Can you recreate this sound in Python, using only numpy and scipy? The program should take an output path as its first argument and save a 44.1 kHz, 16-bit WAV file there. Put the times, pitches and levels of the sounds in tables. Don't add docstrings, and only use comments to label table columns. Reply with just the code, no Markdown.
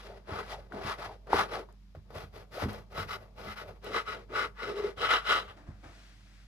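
import sys
import numpy as np
from scipy import signal
from scipy.fft import rfft, irfft, next_fast_len
from scipy.io import wavfile
from scipy.ndimage import uniform_filter1d, map_coordinates

SR = 44100
rng = np.random.default_rng(int(sys.argv[2]) if len(sys.argv) > 2 else 0)


def unload_wav(signal):
    wavfile.write(
        sys.argv[1],
        SR,
        np.round(np.clip(np.atleast_2d(signal).T, -1, 1) * 32767).astype(np.int16),
    )


N = 285327
TIME = np.arange(N) / SR
TOP_HZ = 14200


def amp(db):
    return 10 ** (np.asarray(db) / 20)


def unit(x):
    return x / np.sqrt(np.mean(x ** 2) + 1e-20)


def along(points, hz):
    f, v = np.transpose(points)
    return np.interp(np.log(hz + 1), np.log(f + 1), v)


def curves(rows):
    times, *columns = np.transpose(rows)
    return [np.interp(TIME, times, column) for column in columns]


def during(start, end):
    return uniform_filter1d(((TIME >= start) & (TIME <= end)) * 1.0, size=500)


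def arch(middle, length, edge_db=-5.5, squareness=2.53):
    offset = np.abs(2 * (TIME - middle) / length)
    return amp(edge_db * np.minimum(offset, 5) ** squareness)


def travel(start, end, speed_up_s=0.065, slow_down_s=0.12):
    ramp = lambda share: np.sin(np.pi / 2 * np.clip(share, 0, 1)) ** 2
    return ramp((TIME - start) / speed_up_s) * ramp((end - TIME) / slow_down_s)


def wobble(rate):
    knots = rng.standard_normal(int(N * rate / SR) + 4)
    return map_coordinates(knots, [TIME * rate])


def add(track, s, sound):
    part = track[..., round(s * SR):][..., :sound.shape[-1]]
    part += sound[..., :part.shape[-1]]


def band(hz, lo, hi):
    return 1 / np.sqrt((1 + (lo / (hz + 1)) ** 10) * (1 + (hz / hi) ** 10))


def filtered(x, response):
    size = next_fast_len(N + 8192)
    return irfft(rfft(x, size) * response(np.fft.rfftfreq(size, 1 / SR)), size)[..., :N]


def rung(x, gain, size=4096):
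    magnitude = np.maximum(gain(np.fft.rfftfreq(size, 1 / SR)), 1e-6)
    cepstrum = irfft(np.log(magnitude))
    cepstrum[1:size // 2] *= 2
    cepstrum[size // 2 + 1:] = 0
    impulse = irfft(np.exp(rfft(cepstrum)))
    return signal.oaconvolve(x, impulse[None], axes=1)[:, :N]


def fractures(per_second, scatter_db, friction_db):
    moments = rng.random(N) < per_second / SR
    sizes = amp(scatter_db * np.clip(rng.standard_normal(N), -2, 2))
    breaks = unit(moments * sizes * rng.standard_normal((2, N)))
    return breaks + amp(friction_db) * rng.standard_normal((2, N))


# f/Hz, coherence
COHERENCE = [(100, 0.63), (520, 0.88), (780, -0.015), (1150, 0.51), (1650, 0.23), (2250, 0.23),
             (2950, -0.41), (3300, -0.076), (3900, 0.019), (4400, -0.19), (6000, 0.14)]
def spread(pair, direct=0.58):
    angle = lambda hz: np.arccos(np.clip(along(COHERENCE, hz), -1, 1)) / 2
    side_shares = np.array([[-1j * direct], [np.sqrt(1 - direct ** 2)]])
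    mid = filtered(pair[0], lambda hz: np.cos(angle(hz)))
    side = filtered(pair, lambda hz: np.sin(angle(hz)) * side_shares).sum(0)
    return np.array([mid + side, mid - side]) / np.std(mid)


def appliance(motor_hz=49, motor_db=-54.5, buzz_hz=198, buzz_db=-69):
    motor = amp(motor_db + 1.6 * wobble(7)) * np.sin(2 * np.pi * motor_hz * TIME + .25 * wobble(9))
    buzz = amp(buzz_db + 1.5 * wobble(5)) * np.sin(2 * np.pi * buzz_hz * TIME + .5 * wobble(14))
    return np.sqrt(2) * (motor + buzz)


# f/Hz, relative level/dB
ROOM_COLOUR = [(25, -31), (50, -13.5), (100, 4), (200, -5), (400, -23), (1500, -25.5), (5000, -28),
               (8000, -40), (13000, -40.5)]
def room_tone(level_db=-64):
    air = filtered(rng.standard_normal((2, N)), lambda hz: amp(along(ROOM_COLOUR, hz)))
    return amp(level_db) * spread(air, direct=0)


# f/Hz, t60/s
WALL_DECAY = [(150, 0.48), (1000, 0.27), (4000, 0.11), (12000, 0.34)]
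def walls(x, delay_samples=200):
    hz, t, noise = signal.stft(rng.standard_normal((2, SR // 2)), SR, nperseg=256)
    decay = amp(-60 * t / along(WALL_DECAY, hz)[:, None])
    tail = signal.istft(noise * decay, SR, nperseg=256)[1]
    tail = np.pad(tail / np.linalg.norm(tail[0]), ((0, 0), (delay_samples, 0)))
    return signal.fftconvolve(x, tail, axes=1)[:, :N]


def near_surfaces(x, strength=0.14, latest_s=.012, count=9):
    echoes = np.zeros((2, SR // 20))
    for side in echoes:
        signs = rng.choice([-1, 1], count)
        side[rng.integers(SR // 900, int(latest_s * SR), count)] = strength * signs
    echoes[:, 0] = 1
    return signal.oaconvolve(x, echoes, axes=1)[:, :N]


# f/Hz, relative level/dB
FINGER_COLOUR = [(180, -17), (300, 3.5), (398, -10), (610, -6), (671, -2), (919, -9), (1570, -10.5),
                 (5210, -16), (13000, -34.5)]
# t/s, brush level/dB
TOUCHES = [(5.559, -52.5), (5.662, -57), (5.827, -49.5)]
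# middle t/s, length/s, hiss level/dB
SLIDES = [(6.001, 0.32, -62), (6.365, 0.28, -66)]
def fingers(attack_s=0.015, fade_db_per_s=116, touch_hiss_db=-12, slide_brush_db=-6.5):
    friction = spread(fractures(per_second=500, scatter_db=15, friction_db=18))
    rub = lambda lo, hi: unit(rung(friction, lambda hz: amp(along(FINGER_COLOUR, hz)) * band(hz, lo, hi)))
    holds = sum(np.clip((TIME - s) / attack_s, 0, 1) * amp(db - fade_db_per_s * np.abs(TIME - s))
                for s, db in TOUCHES)
    slides = sum(amp(db) * arch(middle, length) for middle, length, db in SLIDES)
    brush = np.hypot(holds, amp(slide_brush_db) * slides) * rub(233, 1830)
    hiss = np.hypot(amp(touch_hiss_db) * holds, slides) * rub(1450, 14000)
    return brush + hiss


def board_rocking(low_hz=72, high_hz=105, level_db=-56):
    tremble = unit(filtered(rng.standard_normal(N), lambda hz: band(hz, low_hz, high_hz)))
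    working = sum(travel(start, end) for start, end, *_ in STROKES)
    return amp(level_db + 0.93 * wobble(24)) * tremble * uniform_filter1d(working, size=3000)


# f/Hz, relative level/dB, t60/s
BOARD_MODES = [(82.5, 8.5, 0.18), (100, -2, 0.38), (144.5, 4.5, 0.12), (207, -3.5, 0.3), (269, -2.5, 0.12),
               (312.7, -1, 0.1), (406, -1, 0.04)]
# t/s, relative level/dB, lift of the upper modes/dB
BUMPS = [(0.313, -35.5, 1), (0.733, -44.5, 13), (0.845, -37.5, 5), (1.338, -35.5, 3.5), (1.959, -38, -11),
         (2.153, -39.5, -12), (2.233, -39, -10), (2.627, -34, 10), (2.638, -32, 6), (2.651, -33.5, 13),
         (2.662, -36.5, 8), (2.979, -31.5, -1.5), (3.05, -39.5, -4), (3.47, -40.5, 4.5), (4.972, -41, -4),
         (5.679, -35.5, 1), (5.85, -43, -7)]
def board_bumps(gain_db=-7, attack_s=0.00626, upper_hz=180):
    t, out = np.arange(SR // 2) / SR, np.zeros(N)
    for s, db, lift_db in BUMPS:
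        ring = 0
        for hz, mode_db, t60 in BOARD_MODES:
            struck_db = mode_db + rng.normal(0, 2.3) + lift_db * (hz > upper_hz)
            pitch = hz * (1 + rng.normal(0, 0.048))
            ring += amp(struck_db - 60 * t / t60) * np.sin(2 * np.pi * (pitch * t + rng.random()))
        add(out, s, amp(db + gain_db) * ring * (1 - np.exp(-t / attack_s)))
    return out


# t/s, relative level/dB
FLAKES = [(1.726, -52), (2.153, -47), (2.732, -37.5), (3.845, -40)]
def crust_flakes(t60=0.0071, low_hz=2500):
    t, ticks = np.arange(SR // 20) / SR, np.zeros(N)
    for s, db in FLAKES:
        add(ticks, s, amp(db - 60 * t / t60))
    hiss = unit(filtered(rng.standard_normal((2, N)), lambda hz: band(hz, low_hz, TOP_HZ)))
    return ticks * hiss / 2


# t/s, relative crack level/dB, f/Hz, splinter level/dB
SNAPS = [(0.391, -29, 1090, -41.5), (0.722, -29.5, 1440, -46), (0.986, -58, 413, -45.5),
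         (1.271, -47, 510, -50), (1.3314, -8.5, 876, -28.5), (1.342, -18, 442, -43), (1.393, -17, 900, -39),
         (1.688, -46, 997, -57), (1.95, -40, 623, -52), (2.104, -45, 730, -51.5), (2.155, -35, 477, -56),
         (2.619, -31, 1320, -32), (2.686, -39, 1320, -42.5), (2.977, -25.5, 1380, -36.5),
         (4.078, -31, 1270, -58)]
def crust_snaps(crack_gain_db=4, fade_db_per_cycle=5, attack_s=0.00055, splinter_t60=0.18):
    t, cracks, debris = np.arange(SR // 5) / SR, np.zeros(N), np.zeros(N)
    for s, db, hz, splinter_db in SNAPS:
        envelope = amp(db + crack_gain_db - fade_db_per_cycle * hz * t) * (1 - np.exp(-t / attack_s))
        add(cracks, s, -envelope * np.sin(2 * np.pi * hz * t))
        add(debris, s, amp(splinter_db - 60 * t / splinter_t60))
    breaks = spread(fractures(per_second=820, scatter_db=0.5, friction_db=4))
    splinters = rung(breaks, lambda hz: amp(along(FIRST_COLOUR, hz)))
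    return cracks + debris * unit(splinters)


# t/s, f/Hz, level/dB
GROAN = [(4.619, 440, -53), (4.689, 418, -42.5), (4.755, 393.7, -41.5), (4.804, 420.4, -29.5),
         (4.821, 412.3, -49), (4.847, 398.5, -24), (4.872, 410, -41.5), (4.904, 396, -42), (4.94, 385, -72)]
def blade_groan():
    pitch, level_db = curves(GROAN)
    phase = 2 * np.pi * np.cumsum(pitch * (1 + 0.0354 * wobble(110))) / SR
    envelope = amp(level_db + 0.45 * wobble(60)) * during(GROAN[0][0], GROAN[-1][0])
    return np.sqrt(2) * envelope * np.sin(phase)


# start t/s, end t/s, top f/Hz, level/dB
WHIRRS = [(0.0, 0.215, 645, -50.5), (0.459, 0.627, 762, -44), (0.954, 1.177, 830.5, -44.5),
          (1.487, 1.628, 612.3, -37.5), (2.534, 2.66, 667, -40.5), (3.577, 3.757, 596, -50.5),
          (3.87, 3.992, 474.7, -40.5), (4.29, 4.469, 518, -41), (5.27, 5.457, 559, -43)]
def teeth_whirr(slowest=.5, flutter_db=3):
    out = np.zeros(N)
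    stagger = 1 + .22 * wobble(500)
    strength_db = flutter_db * wobble(160)
    for start, end, top_hz, db in WHIRRS:
        speed = np.sin(np.pi * np.clip((TIME - start) / (end - start), 0, 1))
        pitch = top_hz * (slowest + (1 - slowest) * speed) * stagger
        out += amp(db + strength_db) * speed * np.sin(2 * np.pi * np.cumsum(pitch) / SR)
    return out


# start t/s, end t/s, drag level/dB, treble relative to drag/dB,
# middle of the bite t/s, bite length/s, crunch level/dB, rasp level/dB
STROKES = [(0.019, 0.252, -53.5, -13, 0.025, 0.11, -57.5, -59.5),
           (0.254, 0.491, -42.5, -20.5, 0.368, 0.12, -41.5, -53.5),
           (0.45, 0.707, -54.5, -14.5, 0.51, 0.085, -50, -53.5),
           (0.685, 0.985, -43.5, -19.5, 0.885, 0.091, -35.5, -45.5),
           (0.94, 1.216, -53, -12, 1.028, 0.073, -43.5, -52.5),
           (1.253, 1.538, -41.5, -22, 1.3855, 0.09, -28, -39),
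           (1.472, 1.687, -43, -20, 1.549, 0.089, -40, -49),
           (2.092, 2.307, -46.5, -35, 2.195, 0.11, -51.5, -57.5),
           (2.31, 2.489, -51.5, -15.5, 2.382, 0.072, -64.5, -64),
           (2.499, 2.709, -47, -6, 2.615, 0.068, -43.5, -54),
           (2.645, 2.866, -47.5, -12.5, 2.7, 0.022, -47, -54.5),
           (2.89, 3.113, -49, -12.5, 3.002, 0.064, -38.5, -48.5),
           (3.074, 3.316, -51.5, -16.5, 3.124, 0.06, -38, -47),
           (3.345, 3.57, -47, -11.5, 3.505, 0.056, -42.5, -52.5),
           (3.56, 3.808, -52.5, -15, 3.603, 0.056, -43.5, -53.5),
           (3.807, 4.073, -43, -10.5, 3.975, 0.062, -34, -47.5),
           (4.054, 4.275, -46, -17, 4.11, 0.072, -38.5, -49.5),
           (4.272, 4.539, -45.5, -19.5, 4.402, 0.1, -32.5, -45.5),
           (4.59, 4.969, -40.5, -14.5, 4.631, 0.083, -39.5, -52.5),
           (4.956, 5.213, -39, -6, 5.112, 0.13, -26, -38),
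           (5.247, 5.498, -44, -10, 5.338, 0.11, -27.5, -37),
           (5.442, 5.588, -53, -8.5, 5.494, 0.042, -51, -64.5)]
def stroke_levels(bout, contact_db=-69, drag_fade_db_per_s=4.6, drag_crust_db=1.4, bite_crumb_db=-14.5):
    power = np.zeros((3, N)) + 1e-12
    power[0] += amp(contact_db) ** 2
    for start, end, drag_db, treble_db, bite_s, bite_length, crunch_db, rasp_db in STROKES:
        if bout[0] <= bite_s < bout[1]:
            drag = travel(start, end) * amp(drag_db - drag_fade_db_per_s * np.abs(TIME - bite_s))
            drag_gains = amp([0, drag_crust_db + treble_db / 2, treble_db])
            bite_gains = amp([crunch_db + bite_crumb_db, crunch_db, rasp_db])
            power += np.outer(drag_gains, drag) ** 2
            power += np.outer(bite_gains, arch(bite_s, bite_length)) ** 2
    return 10 * np.log10(power)


# f/Hz, width/Hz, lift/dB
BLADE_MODES = [(452, 70, 6), (1150, 60, 6), (1300, 90, 9), (1420, 80, 7), (2045, 100, 7), (2970, 170, 11),
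               (3900, 240, 10), (5220, 280, 10)]
def blade_ring(hz):
    return amp(sum(db / (1 + (2 * (hz - centre) / width) ** 2) for centre, width, db in BLADE_MODES))


# t/s, share 0-1
GRIP = [(0, 0.14), (2.7, 0.33), (2.95, 0.82), (5.5, 0.98)]
def sawing(force, bout, colour, light_db=-58, firm_db=-42):
    levels = stroke_levels(bout)
    drive = np.clip((levels[1] - light_db) / (firm_db - light_db), 0, 1)
    ringing = curves(GRIP)[0] * drive
    out = 0
    for level_db, (lo, hi) in zip(levels, [(170, 950), (750, 2240), (2400, 12100)]):
        body = lambda hz: amp(along(colour, hz)) * band(hz, lo, hi)
        free = rung(force, body)
        gripped = rung(force, lambda hz: body(hz) * blade_ring(hz))
        blend = (1 - ringing) * free / np.std(free.mean(0)) + ringing * gripped / np.std(gripped.mean(0))
        out += amp(level_db) * blend
    return out * during(*bout)


# start t/s, end t/s
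BOUTS = [(0, 1.75), (2.05, 3.8), (3.8, 4.95), (4.95, 5.6)]
# f/Hz, relative level/dB
FIRST_COLOUR = [(88, -50.5), (150, -0.5), (250, -13), (410, 0), (566, -4.5), (910, -5), (1210, -7),
                (1310, -6.5), (2540, -21.5), (4930, -25), (8070, -43), (9950, -37), (14000, -38.5)]
SECOND_COLOUR = [(150, -5.5), (250, -17.5), (480, -8), (900, -13.5), (1330, -9), (1700, -14), (2600, -17.5),
                 (5000, -19), (8000, -35), (13000, -25)]
THIRD_COLOUR = [(150, -8), (280, -11.5), (430, -0.5), (750, -12.5), (1300, -6.5), (2500, -14.5),
                (4000, -16), (5300, -20), (7800, -32), (13000, -30.5)]
LAST_COLOUR = [(250, -22.5), (480, -11), (900, -12.5), (1300, -8), (2400, -17.5), (3100, -11),
               (4000, -16.5), (5500, -24.5), (7800, -33), (13000, -33)]
def knife():
    breaks = fractures(per_second=1000, scatter_db=1.5, friction_db=4.5)
    force = spread(near_surfaces(breaks))
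    force *= amp(1.2 * wobble(130) + 2.1 * wobble(35))
    colours = FIRST_COLOUR, SECOND_COLOUR, THIRD_COLOUR, LAST_COLOUR
    return sum(sawing(force, bout, colour) for bout, colour in zip(BOUTS, colours))


def scene(walls_db=-15):
    cutting = knife() + teeth_whirr() + blade_groan() + crust_snaps() + crust_flakes()
    near = cutting + board_bumps() + board_rocking() + fingers()
    return near + amp(walls_db) * walls(near) + appliance() + room_tone()


# f/Hz, left minus right level/dB
PORT_BALANCE = [(150, -2), (550, 1.5), (1300, 1.5), (1700, 7), (2000, 7), (2500, 12), (3000, -5),
                (3600, -0.5), (4200, 3.5), (5100, 12), (6500, -0.5), (9000, 1), (12500, 13.5)]
def record(dry):
    def ports(hz):
        balance_db = along(PORT_BALANCE, hz)
        gains = amp([balance_db / 2, -balance_db / 2])
        return gains / np.sqrt(np.mean(gains ** 2, axis=0))
    return filtered(filtered(dry, ports), lambda hz: hz < TOP_HZ)


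dry = scene()
out = record(dry)
unload_wav(out)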